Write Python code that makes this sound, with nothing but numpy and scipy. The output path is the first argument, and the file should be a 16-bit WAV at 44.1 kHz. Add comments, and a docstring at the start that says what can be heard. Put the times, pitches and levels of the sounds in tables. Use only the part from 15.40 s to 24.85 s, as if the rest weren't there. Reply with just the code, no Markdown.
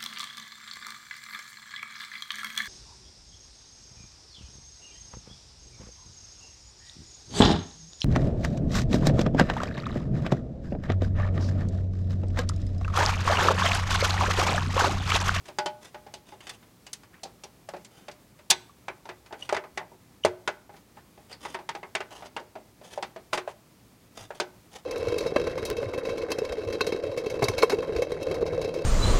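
"""A screwdriver works the spring-loaded screws of a heatsink in an open steel computer case.
Its tip ticks in the screw heads, ringing heatsink, panels and a bracket. Threads rasp in tiny slips
and squeak when the slips lock into a pitch. Hand and handle knock the chassis; one screw snaps free
and its spring slams home. A small room reverberates over faint hum and hiss."""
import sys
import numpy as np
from scipy import signal
from scipy.fft import rfft, irfft
from scipy.io import wavfile
from scipy.ndimage import uniform_filter1d

SR = 44100
rng = np.random.default_rng(int(sys.argv[2]) if len(sys.argv) > 2 else 0)


def dump_mix(stems):
    """Bounce the given channels to the path in sys.argv[1] as a 16-bit WAV at rate SR."""
    frames = np.atleast_2d(stems).T  # one column per channel
    limited = np.clip(frames, -1, 1)  # hard clip at full scale
    pcm = np.round(limited * 32767).astype(np.int16)
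    wavfile.write(sys.argv[1], SR, pcm)


N = 416744
EVENT_SAMPLES, ATTACK_SAMPLES = 24576, int(.025 * SR)
T = np.arange(EVENT_SAMPLES) / SR

# hiss and room rumble: (frequency [Hz], relative density [dB])
AIR_SPECTRUM = [(15, -46), (25, -37.5), (48, -9.5), (173, -6), (297, -9.5), (331, -10.5), (445, -14.5),
                (552, -16.5), (1110, -20.5), (1240, -21), (1450, -24.5), (2360, -24.5), (2770, -27),
                (4750, -27.5), (15500, -32.5)]
# hum: (frequency [Hz], level [dB])
HUM_TONES = [(58, -72.5), (113, -67)]
# screw turns: (start [s], end [s], level [dB])
SCREW_TURNS = [(0.048, 0.102, -51), (0.418, 0.492, -50.5), (0.863, 0.943, -55.5), (1.028, 1.161, -53.5),
               (2.499, 2.686, -60), (3.991, 4.08, -52), (5.896, 5.95, -49), (6.009, 6.16, -48),
               (6.707, 6.866, -49), (7.442, 7.58, -49.5), (7.931, 7.993, -38), (8.081, 8.116, -52),
               (8.76, 8.854, -45.5), (8.95, 8.982, -50), (9.321, 9.398, -46.5)]
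# tip on screw; strength = mid band, weight = body over mid, hardness = treble over mid:
# (time [s], strength [dB], weight [dB], hardness [dB], pitch of touched part [Hz])
TIP_TICKS = [(0.056, -56, -3, -0.5, 698), (0.085, -51.5, 7, -3, 615), (0.186, -31, 2.5, -2, 4800),
             (0.2598, -35, 5.5, 0, 3066), (0.545, -47, 4, -7.5, 597), (0.6654, -56, 9, -5, 807),
             (0.739, -51, 4.5, 7.5, 2940), (0.9222, -54.5, 9, -9, 838), (1.0058, -53.5, -7, -1, 3100),
             (1.069, -48, -4.5, 0, 3030), (1.094, -45.5, -8, 3.5, 3550), (1.227, -61.5, -6, -6, 3620),
             (1.4663, -53.5, -3.5, 4.5, 2910), (1.531, -51.5, -10.5, 13, 6150),
             (1.634, -56.5, -6, -5, 1144), (1.8332, -54, 11.5, 14, 780), (1.851, -55, 12, -6, 790),
             (2.0366, -52.5, 5.5, 8, 5790), (2.3366, -47, 9.5, -9, 570), (2.365, -59, 5, 0, 2410),
             (2.4476, -59.5, -8, 8, 7360), (2.6826, -46.5, 4.5, -2.5, 587), (2.714, -59.5, 2, 6, 847),
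             (2.99, -59.5, 3, -4, 590), (3.482, -36.5, -1, -9.5, 2315), (3.6549, -52, 5.5, -4.5, 900),
             (3.6901, -42.5, 1.5, -6.5, 1970), (3.861, -58.5, -3, -0.5, 1204), (3.9078, -54.5, 7, -20, 867),
             (3.926, -45, 5, -5.5, 785), (4.0916, -33.5, -4.5, -7, 1216), (4.146, -34, -4, -7.5, 878),
             (4.166, -32.5, -1, -8.5, 1998), (4.2382, -48, 0, -12, 1226), (4.3748, -34, -2, -6, 2016),
             (4.412, -50, 8, -17, 879), (4.517, -64, 14, -13, 952), (5.076, -28.5, -1.5, -6, 1473),
             (5.2936, -56.5, 7.5, -14, 818), (5.34, -58.5, 4.5, -12, 790), (5.365, -61.5, -1, -0.5, 965),
             (5.57, -53, 1.5, -13.5, 832), (5.7764, -62, 10, -6, 808), (5.927, -52, -10, -1, 4300),
             (6.0515, -39, 0.5, -7.5, 958), (6.1451, -36, -0.5, -9, 937), (6.189, -50, 6, -7, 957),
             (6.2903, -34.5, -2.5, -5, 917), (6.3504, -42.5, 4, -5, 816), (6.4301, -43, 0, -12.5, 2130),
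             (6.551, -30, -3.5, -3, 2265), (6.6047, -37.5, 0.5, -7.5, 2790), (6.7138, -56, 7, -3, 615),
             (6.8225, -49, 4.5, -9, 710), (6.858, -57, 7, 2, 607), (6.9649, -36.5, 0, -6.5, 2830),
             (6.996, -62, 18, 5, 926), (7.154, -50, 10.5, -8, 638), (7.4131, -62.5, 12, -3, 610),
             (7.6257, -37, 2.5, -2.5, 800), (7.7616, -49.5, 9, -6, 653), (7.931, -28.5, -0.5, -5, 1513),
             (7.9754, -34, 1.5, -4.5, 1840), (9, -32, 3, 0, 1557)]
# squeaks and a low judder: (peak time [s], pitch [Hz], level [dB], 1/e decay [s], pitch waver [ratio])
STICK_SLIPS = [(1.744, 1695, -52, 0.038, 0.38), (3.297, 1134, -51, 0.013, .06),
               (4.026, 2890, -32.5, 0.0062, .03), (4.839, 2900, -30.5, .005, .11),
               (5.93, 4650, -42, 0.016, .07), (8.818, 106.3, -46, 0.06, 0.17)]
# dull chassis blows: (time [s], strength [dB], weight [dB], hardness [dB])
CHASSIS_KNOCKS = [(2.2882, -47.5, 7, -2.5), (4.1257, -35, 12, -6), (4.849, -28, 10.5, -3.5),
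                  (7.576, -46, 15.5, -7.5), (8.076, -42.5, 10, -12.5), (8.9052, -44.5, 6.5, -13)]
# screw and spring release: (time [s], strength [dB], weight [dB], hardness [dB], reflection t60 [s])
SNAP_BLOWS = [(3.0996, -44.5, 7, -8, .035), (3.1027, -34.5, -6.5, 16, .065), (3.1098, -26, -5, 6.5, 0.078)]
# screw and heatsink modes: (frequency [Hz], level [dB], t60 [s])
HEATSINK_MODES = [(1955, -2, .12), (2290, -3, .09), (2547, 0, .11), (2791, -2, .09), (3102, -1, .08),
                  (3414, -3, .09), (3548, 2, .1), (3652, 1, .08), (4005, -19, .28), (4736, 0, .07),
                  (4835, 0, .07), (4952, -1, .07), (5406, -2, .065), (5793, -2, .065), (6146, 2, .07),
                  (6460, 1, .075), (7504, -2, .055), (8016, -28, .55), (8280, -3, .05), (9169, 1, .05),
                  (9620, 0, .05)]
# chassis panel modes: (frequency [Hz], level [dB], t60 [s])
CHASSIS_MODES = [(112, -14, .35), (282, -13, .3), (365, -3, .27), (415, -9, .2), (463, -6, .16),
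                 (560, -3, .09), (612, 2, .13), (668, -3, .12), (792, -1, .13), (850, -2, .16),
                 (930, 0, .13), (1025, -4, .11), (1105, -2, .13), (1240, -3, .13), (1400, -4, .1),
                 (1510, 0, .15), (1690, -4, .13), (1825, -4, .12), (2024, -3, .13), (2175, -4, .12)]
# bracket modes: (frequency [Hz], level [dB], t60 [s])
BRACKET_MODES = [(603, -4, .3), (790, -11, .22), (846, 0, .26), (930, -12, .24), (1480, -6, .2)]
# bracket ring, free until the hand holds it: (time [s], gain [dB])
BRACKET_GAIN = [(.1, -13), (.18, 19), (.85, 6), (1.05, -4.5)]
# thread rasp colour: (frequency [Hz], gain [dB])
RASP_EQ = [(150, -3.5), (400, 4), (850, 5), (1400, -2), (2400, -3.5), (3050, 1.5), (3800, -4), (6300, -4),
           (7800, -6), (9600, -7.5), (11000, -12.5), (15500, -24)]
# case colour on each impact: (frequency [Hz], gain [dB])
CASE_EQ = [(60, -13), (180, 3.5), (280, -5.5), (370, 8.5), (510, -0.5), (610, 2.5), (900, 2.5), (1250, -2),
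           (2400, -2), (4000, -6), (6500, 0.5), (9600, 4), (11000, -4), (15500, -15.5)]
# colour of the spring's blow: (frequency [Hz], gain [dB])
SPRING_EQ = [(350, 0), (450, -0.5), (900, 2), (1300, -4.5), (2200, -1.5), (3500, 4), (5200, 0.5),
             (8000, -2.5), (12500, 0.5)]
# bass, body, mid, treble and top bands: (edge [Hz])
BAND_EDGES_HZ = [80, 300, 1000, 2800, 7000, 15000]
BAND_CENTRES_HZ = np.sqrt(np.multiply(BAND_EDGES_HZ[:-1], BAND_EDGES_HZ[1:]))
BAND_FILTERS = [signal.butter(3, edges, "band", fs=SR, output="sos")
                for edges in zip(BAND_EDGES_HZ, BAND_EDGES_HZ[1:])]


def undb(db):
    """Decibels to gain."""
    return 10 ** (np.asarray(db) / 20)


def unit_rms(x):
    """Scale to rms 1."""
    return x / np.sqrt(np.mean(x ** 2))


def fade(t60_s):
    """Exponential decay, -60 dB at t60_s."""
    return np.exp(-np.log(1000) * T / max(t60_s, 1e-3))


def colour(x, points):
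    """Minimum-phase filter through (frequency [Hz], gain [dB]) points."""
    hz, db = np.transpose(points)
    bins_hz = np.fft.rfftfreq(EVENT_SAMPLES, 1 / SR) + 1e-3
    gain = undb(np.interp(np.log(bins_hz), np.log(hz), db))
    cepstrum = irfft(np.log(gain))
    cepstrum[1:EVENT_SAMPLES // 2] *= 2
    cepstrum[EVENT_SAMPLES // 2:] = 0
    impulse = irfft(np.exp(rfft(cepstrum)))[:EVENT_SAMPLES // 16]
    return signal.fftconvolve(x, impulse)[:len(x)]


def wander(rate_hz, samples=N):
    """Smooth random curve, rms 1."""
    step = int(SR / rate_hz)
    stairs = np.repeat(rng.standard_normal(samples // step + 1), step)
    return unit_rms(uniform_filter1d(stairs, step)[:samples])


def add(out, time_s, x):
    """Mix x in at time_s."""
    i = int(time_s * SR)
    out[i:i + len(x)] += x[:N - i]


def ring(hz, db, t60_s):
    """One decaying sine."""
    return undb(db) * fade(t60_s) * np.sin(2 * np.pi * hz * T)


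def mode_bank(modes):
    """One row per mode."""
    return np.array([ring(*mode) for mode in modes])


def strike(bank):
    """A random contact point sets each mode's size and sign."""
    return np.cos(2 * np.pi * rng.random(len(bank))) @ bank


def split_noise(split_hz):
    """Low and high parts of one white noise."""
    noise = rng.standard_normal(EVENT_SAMPLES)
    low = signal.sosfilt(signal.butter(1, split_hz, fs=SR, output="sos"), noise)
    return low, noise - low


def reflections(t60_s, treble_t60_ratio=0.31, hold_s=0.0041):
    """Dense echoes between steel walls hold, then fade, treble first."""
    low, high = split_noise(split_hz=2600)
    slow = np.interp(T - hold_s, T, fade(t60_s))
    fast = np.interp(T - hold_s, T, fade(t60_s * treble_t60_ratio))
    return low * slow + high * fast


def band_levels(strength_db, weight_db, hardness_db, bass_db, top_db, top_slope=0.35):
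    """Five impact levels [dB]; bass follows body, top follows treble."""
    body_db, treble_db = strength_db + weight_db, strength_db + hardness_db
    top_rise_db = top_slope * (hardness_db - weight_db)
    return [body_db + bass_db, body_db, strength_db, treble_db, treble_db + top_db + top_rise_db]


def shape_impact(x, bands_db):
    """Apply the case colour, then bring the attack toward bands_db."""
    x = colour(x, CASE_EQ)
    for _ in range(2):
        attack_db = [20 * np.log10(np.std(signal.sosfilt(sos, x[:ATTACK_SAMPLES])))
                     for sos in BAND_FILTERS]
        x = colour(x, np.column_stack([BAND_CENTRES_HZ, np.subtract(bands_db, attack_db)]))
    return x


def background(air_db=-57.5, waver_db=0.63, drift_rad=0.83):
    """Even hiss, room rumble and wavering hum."""
    t = np.arange(N) / SR
    air = unit_rms(colour(rng.standard_normal(N), AIR_SPECTRUM))
    air *= undb(air_db + waver_db * wander(25))
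    hum = sum(undb(db) * np.sin(2 * np.pi * hz * t + drift_rad * wander(9.4)) for hz, db in HUM_TONES)
    return air + hum


def threads(slips_per_s=850, spread_db=3, edge_s=0.023, heatsink_db=-21, grit_db=3, swell_db=2.1):
    """Each turn drags thread and spring through tiny slips that ring the heatsink."""
    out, heatsink = np.zeros(N), mode_bank(HEATSINK_MODES)
    spots = 2  # thread and spring, each with its own ring
    for start_s, end_s, level_db in SCREW_TURNS:
        effort = np.clip(np.minimum(T, end_s - start_s + edge_s - T) / edge_s, 0, 1)
        pressure_db = grit_db * wander(91, EVENT_SAMPLES) + swell_db * wander(27.5, EVENT_SAMPLES)
        rasp = np.zeros(EVENT_SAMPLES)
        for _ in range(spots):
            sizes = undb(spread_db * np.minimum(rng.exponential(size=EVENT_SAMPLES), 4) + pressure_db)
            slipping = rng.random(EVENT_SAMPLES) < slips_per_s / spots / SR
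            slips = slipping * rng.choice([-1, 1], EVENT_SAMPLES) * sizes * effort
            response = reflections(t60_s=.04, hold_s=0) + undb(heatsink_db) * strike(heatsink)
            rasp += signal.fftconvolve(slips, response)[:EVENT_SAMPLES]
        rasp = colour(rasp, RASP_EQ)
        rasp *= np.linalg.norm(effort) / np.linalg.norm(rasp)
        add(out, start_s - edge_s / 2, undb(level_db) * rasp)
    return out


def ticks(click_db=5, chassis_db=-19, heatsink_db=-18, bracket_db=-24, part_db=-10.5,
          stiff_hz=450, firm_db=-32.5, soft_doubling_db=45, press_halving_db=47):
    """Steel tip on steel screw: a click, case reflections and ringing parts."""
    out, heatsink = np.zeros(N), mode_bank(HEATSINK_MODES)
    bracket = mode_bank(BRACKET_MODES).sum(axis=0)
    # the light tip barely drives low panel modes
    panel_hz = np.array(CHASSIS_MODES)[:, :1]
    chassis = mode_bank(CHASSIS_MODES) / np.hypot(1, stiff_hz / panel_hz)
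    for time_s, strength_db, weight_db, hardness_db, part_hz in TIP_TICKS:
        doublings = (weight_db - hardness_db) / soft_doubling_db
        halvings = (strength_db - firm_db) / press_halving_db
        t60_s = 0.1 * 2 ** (doublings - halvings)
        tick = reflections(t60_s)
        tick[0] += undb(click_db)
        tick += undb(chassis_db) * strike(chassis) + undb(heatsink_db) * strike(heatsink)
        tick += undb(bracket_db + np.interp(time_s, *np.transpose(BRACKET_GAIN))) * bracket
        # the touched part, damped by the tip, also lifts the click near its pitch
        tick += ring(part_hz, part_db, 0.6 * t60_s)
        tick = colour(tick, [(part_hz / 1.2, 0), (part_hz, 3), (part_hz * 1.2, 0)])
        bands_db = band_levels(strength_db, weight_db, hardness_db, bass_db=-16, top_db=-12.5)
        add(out, time_s, shape_impact(tick, bands_db))
    return out


def squeaks(octave_db=-18, flutter_db=2, rise_ratio=0.37):
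    """Slips lock briefly into an unsteady pitch."""
    out = np.zeros(N)
    from_peak_s = T - T[EVENT_SAMPLES // 4]
    wobble = wander(1500)[:EVENT_SAMPLES]
    flutter = undb(flutter_db * wander(325)[:EVENT_SAMPLES])
    for peak_s, hz, level_db, decay_s, waver in STICK_SLIPS:
        phase = 2 * np.pi * np.cumsum(hz * (1 + waver * wobble)) / SR
        tone = np.sin(phase) + undb(octave_db) * np.sin(2 * phase)
        envelope = np.exp(np.minimum(from_peak_s / rise_ratio, -from_peak_s) / decay_s)
        add(out, peak_s + from_peak_s[0], undb(level_db) * flutter * envelope * tone)
    return out


def knocks(echo_s=0.00497, echo_db=-6, chassis_db=-20, heavy_db=-32.5, bass_slope=0.99):
    """A panel gives for a few swings; the far wall echoes the thud and the desk booms."""
    out, chassis = np.zeros(N), mode_bank(CHASSIS_MODES)
    thud = -ring(hz=610, db=3, t60_s=0.011)
    thud += undb(echo_db) * np.interp(T - echo_s, T, thud, left=0)
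    desk = ring(hz=92, db=3, t60_s=0.2) * (1 - fade(0.1))
    for time_s, strength_db, weight_db, hardness_db in CHASSIS_KNOCKS:
        bass_db = -22 + bass_slope * (strength_db - heavy_db)  # lighter blows lose bass
        bands_db = band_levels(strength_db, weight_db, hardness_db, bass_db, top_db=-5)
        blow = reflections(t60_s=0.11) + thud + undb(chassis_db) * strike(chassis)
        add(out, time_s, shape_impact(blow, bands_db) + undb(bands_db[0]) * desk)
    return out


def snap(modes_db=-20):
    """A screw jumps its last thread; the spring slams home, shaking heatsink and chassis."""
    out = np.zeros(N)
    modes = undb(modes_db) * np.vstack([mode_bank(HEATSINK_MODES), mode_bank(CHASSIS_MODES)])
    for time_s, strength_db, weight_db, hardness_db, t60_s in SNAP_BLOWS:
        blow = reflections(t60_s) + rng.choice([-1, 1], len(modes)) @ modes
        bands_db = band_levels(strength_db, weight_db, hardness_db, bass_db=-14, top_db=-14)
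        add(out, time_s, shape_impact(colour(blow, SPRING_EQ), bands_db))
    return out


def room(x, low_t60_s=0.38, high_t60_s=0.08, low_db=-13, high_db=-22, build_s=0.006):
    """Small furnished room; the low tail is stronger and longer."""
    low, high = split_noise(split_hz=1300)
    tail = undb(low_db) * low * fade(low_t60_s) + undb(high_db) * high * fade(high_t60_s)
    build_up = 1 - np.exp(-(T / build_s) ** 2)
    tail *= build_up / np.linalg.norm(fade(low_t60_s))
    return signal.fftconvolve(x, tail)[:N]


def scene():
    """Work in the case, room tail and background; mono."""
    work = ticks() + snap() + knocks() + threads() + squeaks()
    return (work + room(work) + background())[None]


def record(dry, cutoff_hz=15900):
    """Steep elliptic low-pass."""
    return signal.sosfilt(signal.ellip(10, .2, 70, cutoff_hz, fs=SR, output="sos"), dry)


dry = scene()
out = record(dry)
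dump_mix(out)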